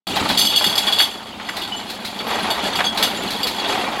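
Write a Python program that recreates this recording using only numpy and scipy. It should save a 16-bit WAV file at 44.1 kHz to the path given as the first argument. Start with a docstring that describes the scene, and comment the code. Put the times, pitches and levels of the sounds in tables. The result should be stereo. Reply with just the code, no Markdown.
"""A hard-walled winery hall, where a rotary bottle rinser turns.
The bed is the machine: the drive rumbles, the conveyor rattles and hisses, all from swarms of
tiny contacts. Over it the frame thuds, bottles knock in the guides and steel grippers clack, each
a burst of shaped noise, and rubbed glass and steel chirp. Up front, empty bottles jostle and
clink, ringing in their glass modes. The walls put a short tail on the hits."""
import sys
import numpy as np
from scipy import signal
from scipy.fft import rfft, irfft
from scipy.io import wavfile

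SR = 44100
rng = np.random.default_rng(int(sys.argv[2]) if len(sys.argv) > 2 else 0)


def inscribe(sig):
    """Save sig as 16-bit PCM at rate SR to the path in sys.argv[1].

    A 1-D sig is mono; a 2-D sig holds one channel per row.
    Samples are clipped to [-1, 1] before scaling.
    """
    pcm = np.round(np.clip(np.atleast_2d(sig).T, -1, 1) * 32767)
    wavfile.write(sys.argv[1], SR, pcm.astype(np.int16))


N = 176400
T = np.arange(N) / SR
BIN_HZ = np.arange(N // 2 + 1) * SR / N


def from_db(db):
    """Decibels to gain."""
    return 10 ** (np.asarray(db) / 20)


def rms_one(x):
    """Scale to unit power."""
    return x / np.sqrt(np.mean(x ** 2) + 1e-20)


def fader(points):
    """Gain ride through (t/s, level/dB) points."""
    return from_db(np.interp(T, *np.transpose(points)))


def curve(points):
    """Draw (f/Hz, value) points across the spectrum on a log-frequency axis."""
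    hz, values = np.transpose(points)
    return np.interp(np.log(BIN_HZ + 1e-9), np.log(hz), values)


def decay(s, t60, attack_s):
    """Envelope of a blow at time s: quick rise, exponential fall."""
    age = np.clip(T - s, 0, 2)
    return (1 - np.exp(-age / attack_s)) * np.exp(-np.log(1000) * age / t60)


# Stereo width of the hall, mono in the lows: f/Hz, left-right correlation
CORRELATION = [(150,1),(700,0.71),(1400,0.033),(2800,0.22),(6000,0.014)]
# Stereo balance: f/Hz, level of left over right/dB
BALANCE = [(600,1.9),(2500,-0.5),(8000,2.2)]

def coloured(pair, eq):
    """Give two unrelated signals an EQ and the stereo image of the hall; rms 1."""
    mid, side = rfft(pair)
    alike = np.clip(curve(CORRELATION), -.99, .99)
    signs = np.array([[1], [-1]])
    image = np.sqrt(1 + alike) * mid + signs * np.sqrt(1 - alike) * side
    image *= from_db(signs * curve(BALANCE) / 2)
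    return rms_one(irfft(image * from_db(curve(eq)), N))


def blows(cues, eq, t60, attack_s):
    """Hits at (t/s, level/dB) on a body whose modes are too dense to tell apart."""
    power = sum((from_db(db) * decay(s, t60, attack_s)) ** 2 for s, db in cues)
    return noise_burst_colour(eq) * np.sqrt(power)


def noise_burst_colour(eq):
    """Steady stereo noise through an EQ, ready for an envelope."""
    return coloured(rng.standard_normal((2, N)), eq)


def ring(times, strikes, hz, t60):
    """One resonant mode; each complex strike sets the strength and phase of its ring."""
    pole = np.exp((2j * np.pi * hz - np.log(1000) / t60) / SR)
    force = np.full(N, 1e-18)
    at = np.clip(times * SR, 0, N - 2).astype(int)
    np.add.at(force, at, strikes.real)
    np.add.at(force, at + 1, -(strikes * pole.conjugate()).real)
    return signal.lfilter([1], [1, -2 * pole.real, abs(pole) ** 2], force)


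def rattle(eq, per_s=300, parts=6, t60=0.079, spread_db=3, close_share=0.83):
    """Many small contacts on a few short-ringing parts, over a wash of far ones; rms 1."""
    age, close = T[:SR // 10], 0
    for _ in range(parts):
        sizes = from_db(spread_db * np.minimum(rng.exponential(1, N), 3.5)) * rng.choice([-1, 1], N)
        clicks = sizes * (rng.random(N) < per_s / parts / SR)
        body = rng.standard_normal((2, len(age))) * np.exp(-np.log(1000) * age / t60)
        close += signal.oaconvolve(clicks[None], body, axes=1)[:, :N]
    wash = rng.standard_normal((2, N))
    return coloured(np.sqrt(close_share) * rms_one(close) + np.sqrt(1 - close_share) * wash, eq)


def taps(per_s, low_hz, high_hz, t60, spread_db, count):
    """Parts tapped at random, each with a short ring of its own pitch; high ones sound wider."""
    out = np.zeros((2, N))
    full_width_hz = 2512
    for hz in np.geomspace(low_hz, high_hz, count):
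        times = T[rng.random(N) < per_s / count / SR]
        turn, apart, luck = rng.uniform(-1.02, 1, size=(3, len(times)))
        pitch = hz * (1 + rng.uniform(-0.9, 1) / count)
        width_rad = 2 * min(hz / full_width_hz, 1)
        for ear, side in enumerate((-1, 1)):
            phase = np.pi * turn + side * apart * width_rad
            out[ear] += ring(times, from_db(spread_db * luck) * np.exp(1j * phase), pitch, t60)
    return out


def jingle(eq):
    """A cloud of short glassy tones at scattered pitches; rms 1."""
    tones = taps(per_s=450, low_hz=2710, high_hz=15450, t60=0.051, spread_db=6, count=64)
    return rms_one(irfft(rfft(tones) * from_db(curve(eq)), N))


def hall(x, predelay_s=0.0079):
    """Diffuse reverb tail from the hard walls."""
    tail = (rng.standard_normal((2, N)) * decay(predelay_s, t60=0.41, attack_s=0.0017))[:, :SR]
    tail /= np.sqrt(np.sum(tail ** 2) / 2)
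    return signal.fftconvolve(x, tail, axes=1)[:, :N]


# Fader ride of the drive: t/s, level/dB
DRIVE_RIDE = [(.07,-33.5),(.33,-34),(.5,-37),(1.2,-43),(1.65,-40),(2.17,-41),(2.3,-35.5),(4,-36)]
# Its low, heavy EQ: f/Hz, level/dB
DRIVE_EQ = [(24,-39),(45,-6.5),(62,-6.5),(110,-3),(160,-4),(200,5.5),(245,1.5),(293,3.5),(400,-4),(600,-20),(1500,-32)]

def drive_rumble():
    """The bottom of the bed: dense contacts in the drive blur into a rumble."""
    return fader(DRIVE_RIDE) * rattle(DRIVE_EQ)


# Fader ride of the hiss: t/s, level/dB
HISS_RIDE = [(.07,-33),(.35,-31),(1.02,-33.5),(1.15,-43),(1.35,-47.5),(1.63,-39.5),(2.02,-42.5),(2.23,-41.5),(2.3,-35.5),(2.6,-40),(2.68,-31.5),(2.93,-39.5),(3.08,-34.5),(3.6,-37),(3.71,-32),(4,-42.5)]
# Its bright EQ: f/Hz, level/dB
HISS_EQ = [(1500,-3.5),(2700,12.5),(3400,12),(4600,11.5),(5600,-2),(7300,1.5),(9000,-6.5),(10700,-2),(12700,-15),(16000,-54)]

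def conveyor_hiss():
    """The top of the bed: a fine rattle blended with the jingle of far bottles."""
    return fader(HISS_RIDE) * (rattle(HISS_EQ) + jingle(HISS_EQ))


# The rattle surges as the turret turns: t/s, level/dB
CONVEYOR_RIDE = [(.14,-30.5),(.18,-22.5),(.4,-31.5),(1.02,-28.5),(1.1,-36),(1.35,-38.5),(1.62,-32),(1.85,-36),(2.15,-36),(2.33,-22.5),(2.56,-28),(2.67,-26.5),(2.92,-33.5),(3,-23.5),(3.15,-30),(3.6,-31),(3.71,-22),(3.94,-28)]
# Its mid-forward EQ: f/Hz, level/dB
CONVEYOR_EQ = [(200,-23.5),(400,-7.5),(520,-6.5),(785,2.5),(1150,-2),(1700,-4.5),(1950,-6),(2200,-7),(3500,-9),(7000,-27.5),(16000,-58)]

def conveyor_rattle():
    """The middle of the bed: the conveyor clatters and its loose parts ring."""
    loose_parts = taps(per_s=170, low_hz=337.8, high_hz=2512, t60=0.069, spread_db=3, count=32)
    return fader(CONVEYOR_RIDE) * (rattle(CONVEYOR_EQ) + from_db(-3.5) * loose_parts)


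# Blows to the frame: t/s, level/dB
THUD_CUES = [(.115,-28.5),(.213,-22),(.295,-28),(.36,-33.5),(.658,-26.5)]
# Their boomy EQ: f/Hz, level/dB
THUD_EQ = [(30,-42),(90,-1.5),(180,5),(320,2),(600,-8),(3000,-54)]

def frame_thuds():
    """The frame answers a blow with a short, low thud."""
    return blows(THUD_CUES, THUD_EQ, t60=0.18, attack_s=0.0014)


# Bottles hitting the guides: t/s, body level/dB, crack level/dB
KNOCK_CUES = [(0.299,-22,-19),(.608,-20,-34),(.64,-28,-20),(0.877,-27.5,-19),(1.0,-27.5,-14.5),(1.398,-30,-27.5),(1.489,-36,-23),(2.503,-24,-29),(2.752,-23,-31),(2.789,-19,-16),(2.804,-17,-16),(2.842,-20.5,-32),(3.017,-21,-31)]
# EQs of the body and of the crack: f/Hz, level/dB
BODY_EQ = [(50,-26),(220,-15),(450,-11),(800,4),(1200,-3),(2000,-10),(16000,-46)]
CRACK_EQ = [(400,-27),(1000,-1),(1600,4),(2500,0.5),(3500,-4),(16000,-50)]

def guide_knocks():
    """A bottle knocks in the guides: a dull body layered with a dry crack."""
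    times, body_db, crack_db = np.transpose(KNOCK_CUES)
    body = blows(zip(times, body_db), BODY_EQ, t60=0.11, attack_s=0.00053)
    crack = blows(zip(times, crack_db), CRACK_EQ, t60=0.096, attack_s=0.00064)
    return body + crack


# Gripper snaps: t/s, level/dB
GRIPPER_CUES = [(.157,-20),(.288,-18.5),(.378,-19),(.779,-22),(1.566,-24),(1.898,-26),(2.047,-23.5),(2.973,-18),(3.024,-16),(3.304,-21.5),(3.468,-18)]
# Their hard, steely EQ: f/Hz, level/dB
GRIPPER_EQ = [(100,-10),(900,-7.5),(2400,0.5),(3000,-5.5),(3900,8),(4800,0),(5700,-8.5),(7500,-13),(12800,-12.5),(16000,-22)]

def gripper_clacks():
    """Steel grippers snap, setting off a dense cluster of modes."""
    return blows(GRIPPER_CUES, GRIPPER_EQ, t60=0.2, attack_s=0.0014)


# Brief tones of glass and metal: t/s, f/Hz, level/dB, t60/s
CHIRP_CUES = [(.6,3360,-13.5,.093),(1.487,1970,-22,0.052),(1.719,2980,-21.5,0.22),(1.765,7203,-31,0.11),(2.275,12600,-36,0.15),(2.425,10730,-34.5,0.21),(2.852,6340,-26.5,0.13),(2.865,3340,-18,0.27),(3.17,7122,-32.5,.16)]

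def chirps(flutter_hz=90, flutter_rad=0.5):
    """Rubbed glass and steel sing single tones, roughened by a flutter in phase."""
    out = np.zeros((2, N))
    lowpass = signal.butter(2, flutter_hz, fs=SR, output="sos")
    for s, hz, db, t60 in CHIRP_CUES:
        flutter = rms_one(signal.sosfilt(lowpass, rng.standard_normal((2, N))))
        tone = np.sin(2 * np.pi * hz * T + flutter_rad * flutter)
        out += from_db(db) * decay(s, t60, attack_s=0.002) * tone
    return out


# Bottle meets bottle: t/s, low ring level/dB, treble level/dB
CLINK_CUES = [(0.299,-23.5,-46),(0.375,-17,-23),(.391,-23,-18.5),(.415,-16,-23.5),(.451,-16.5,-24),(.467,-25,-27.5),(.497,-19.5,-30),(.531,-17,-46),
              (0.56,-12,-22.5),(0.576,-19,-25.5),(0.621,-21,-30),(.642,-14.5,-24.5),(.665,-17.5,-25),(.695,-28,-33),(.727,-23,-43),(0.755,-21.5,-27),(0.778,-17,-21),
              (.869,-16.5,-30.5),(0.878,-23,-33),(0.925,-17.5,-27),(0.987,-12,-25),(1.002,-13.5,-24.5),(1.022,-18.5,-26),
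              (1.488,-32.5,-37.5),(1.616,-25,-38),(2.19,-24.5,-46),(2.504,-17.5,-28.5),(2.649,-27.5,-52),(2.755,-23,-29),
              (2.842,-23,-33),(2.866,-31,-37),(3.027,-15,-20.5),(3.431,-20,-28.5),(3.585,-27,-45),(3.646,-25.5,-48)]
# EQ of the glass contact: f/Hz, level/dB
CONTACT_EQ = [(200,-12),(2300,-7),(3500,-14),(4800,9.5),(5700,-18),(7500,-12),(12000,-16),(16000,-14)]
GLASS_T60_S = 0.15

def clink_sparkle(splash_db=1.5):
    """The bright edge of each clink: a contact tick and a splash of weak modes."""
    cues = [(s, treble_db) for s, _, treble_db in CLINK_CUES]
    ticks = blows(cues, CONTACT_EQ, t60=0.1, attack_s=0.0014)
    power = sum((from_db(db + splash_db) * decay(s, GLASS_T60_S, attack_s=0.0011)) ** 2 for s, db in cues)
    return ticks + np.sqrt(power) * jingle(CONTACT_EQ)


# Modes of an empty bottle, low ring and high shimmer: f/Hz, level/dB
RING_MODES = [(2880,-12.5),(2960,-13),(3338,-3),(3385,-2),(3630,-10),(3780,-16),(4441,-8.5),(4530,-6.5),(4910,-20.5)]
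SHIMMER_MODES = [(5090,-9.5),(6250,-7),(7270,-8.5),(7586,-9),(8550,-14.5),(9422,-10),(9849,-7.5),(10750,-9.5),(11336,-9.5),(11690,-10.5),(12650,-12.5),(13169,-9)]

def bottle_clinks(count=7, neighbour_db=-7.5, bounce_s=.005, bounce_db=-2, jostles_per_s=70):
    """Each clink, its bounce and each faint jostle ring two of several slightly detuned bottles."""
    clinks, low_db, high_db = np.transpose(CLINK_CUES)
    bounces = clinks + bounce_s * rng.uniform(.5, 1.5, len(clinks))
    jostles = T[rng.random(N) < jostles_per_s / SR]
    # Jostles follow the hiss fader, uneven in strength and softer in the treble.
    jostle_db = np.interp(jostles, *np.transpose(HISS_RIDE)) + rng.uniform(-6, 6, len(jostles))
    times = np.r_[clinks, bounces, jostles]
    ring_db = np.r_[low_db, low_db + bounce_db, jostle_db] + 2
    shimmer_db = np.r_[high_db, high_db + bounce_db, jostle_db - 7] + 2.5
    struck = rng.integers(0, count, len(times))
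    layers = [(RING_MODES, ring_db, 0.91, .006), (SHIMMER_MODES, shimmer_db, 2.1, 0.0139)]
    out = np.zeros((2, N))
    for modes, hit_db, width_rad, detune in layers:
        for hz, mode_db in modes:
            for bottle, offset in enumerate(rng.permutation(np.linspace(-1, 1, count))):
                hit = (struck == bottle) | ((struck + 1) % count == bottle)
                pitch = hz * (1 + detune * offset)
                turn, apart, luck_db = rng.uniform(-0.98, 1, size=(3, len(times)))
                gains = from_db(hit_db + mode_db + neighbour_db * (struck != bottle) + luck_db)
                for ear, side in enumerate((-1, 1)):
                    strikes = gains * np.exp(1j * (np.pi * turn + side * width_rad * apart))
                    out[ear] += ring(times[hit], strikes[hit], pitch, GLASS_T60_S)
    return out / np.sqrt(2)


def scene():
    """The machine bed stays dry; the glass and steel hits get a send to the hall."""
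    bed = from_db(-0.5) * (drive_rumble() + conveyor_rattle()) + from_db(1) * conveyor_hiss()
    hits = frame_thuds() + guide_knocks() + gripper_clacks() + chirps()
    hits += clink_sparkle() + bottle_clinks()
    return bed + hits + from_db(-14.5) * hall(hits)


def record(dry, start_s=.069, cutoff_hz=16000):
    """Master chain: peaks are soft-clipped, the sound cuts in, the very top is filtered off."""
    rounded = 1.706 * np.tanh(dry / 1.154)
    gate = np.where(T < start_s, from_db(-70), 1)
    lowpass = signal.ellip(10, .1, 80, cutoff_hz, fs=SR, output="sos")
    return signal.sosfilt(lowpass, rounded * gate)


dry = scene()
out = record(dry)
inscribe(out)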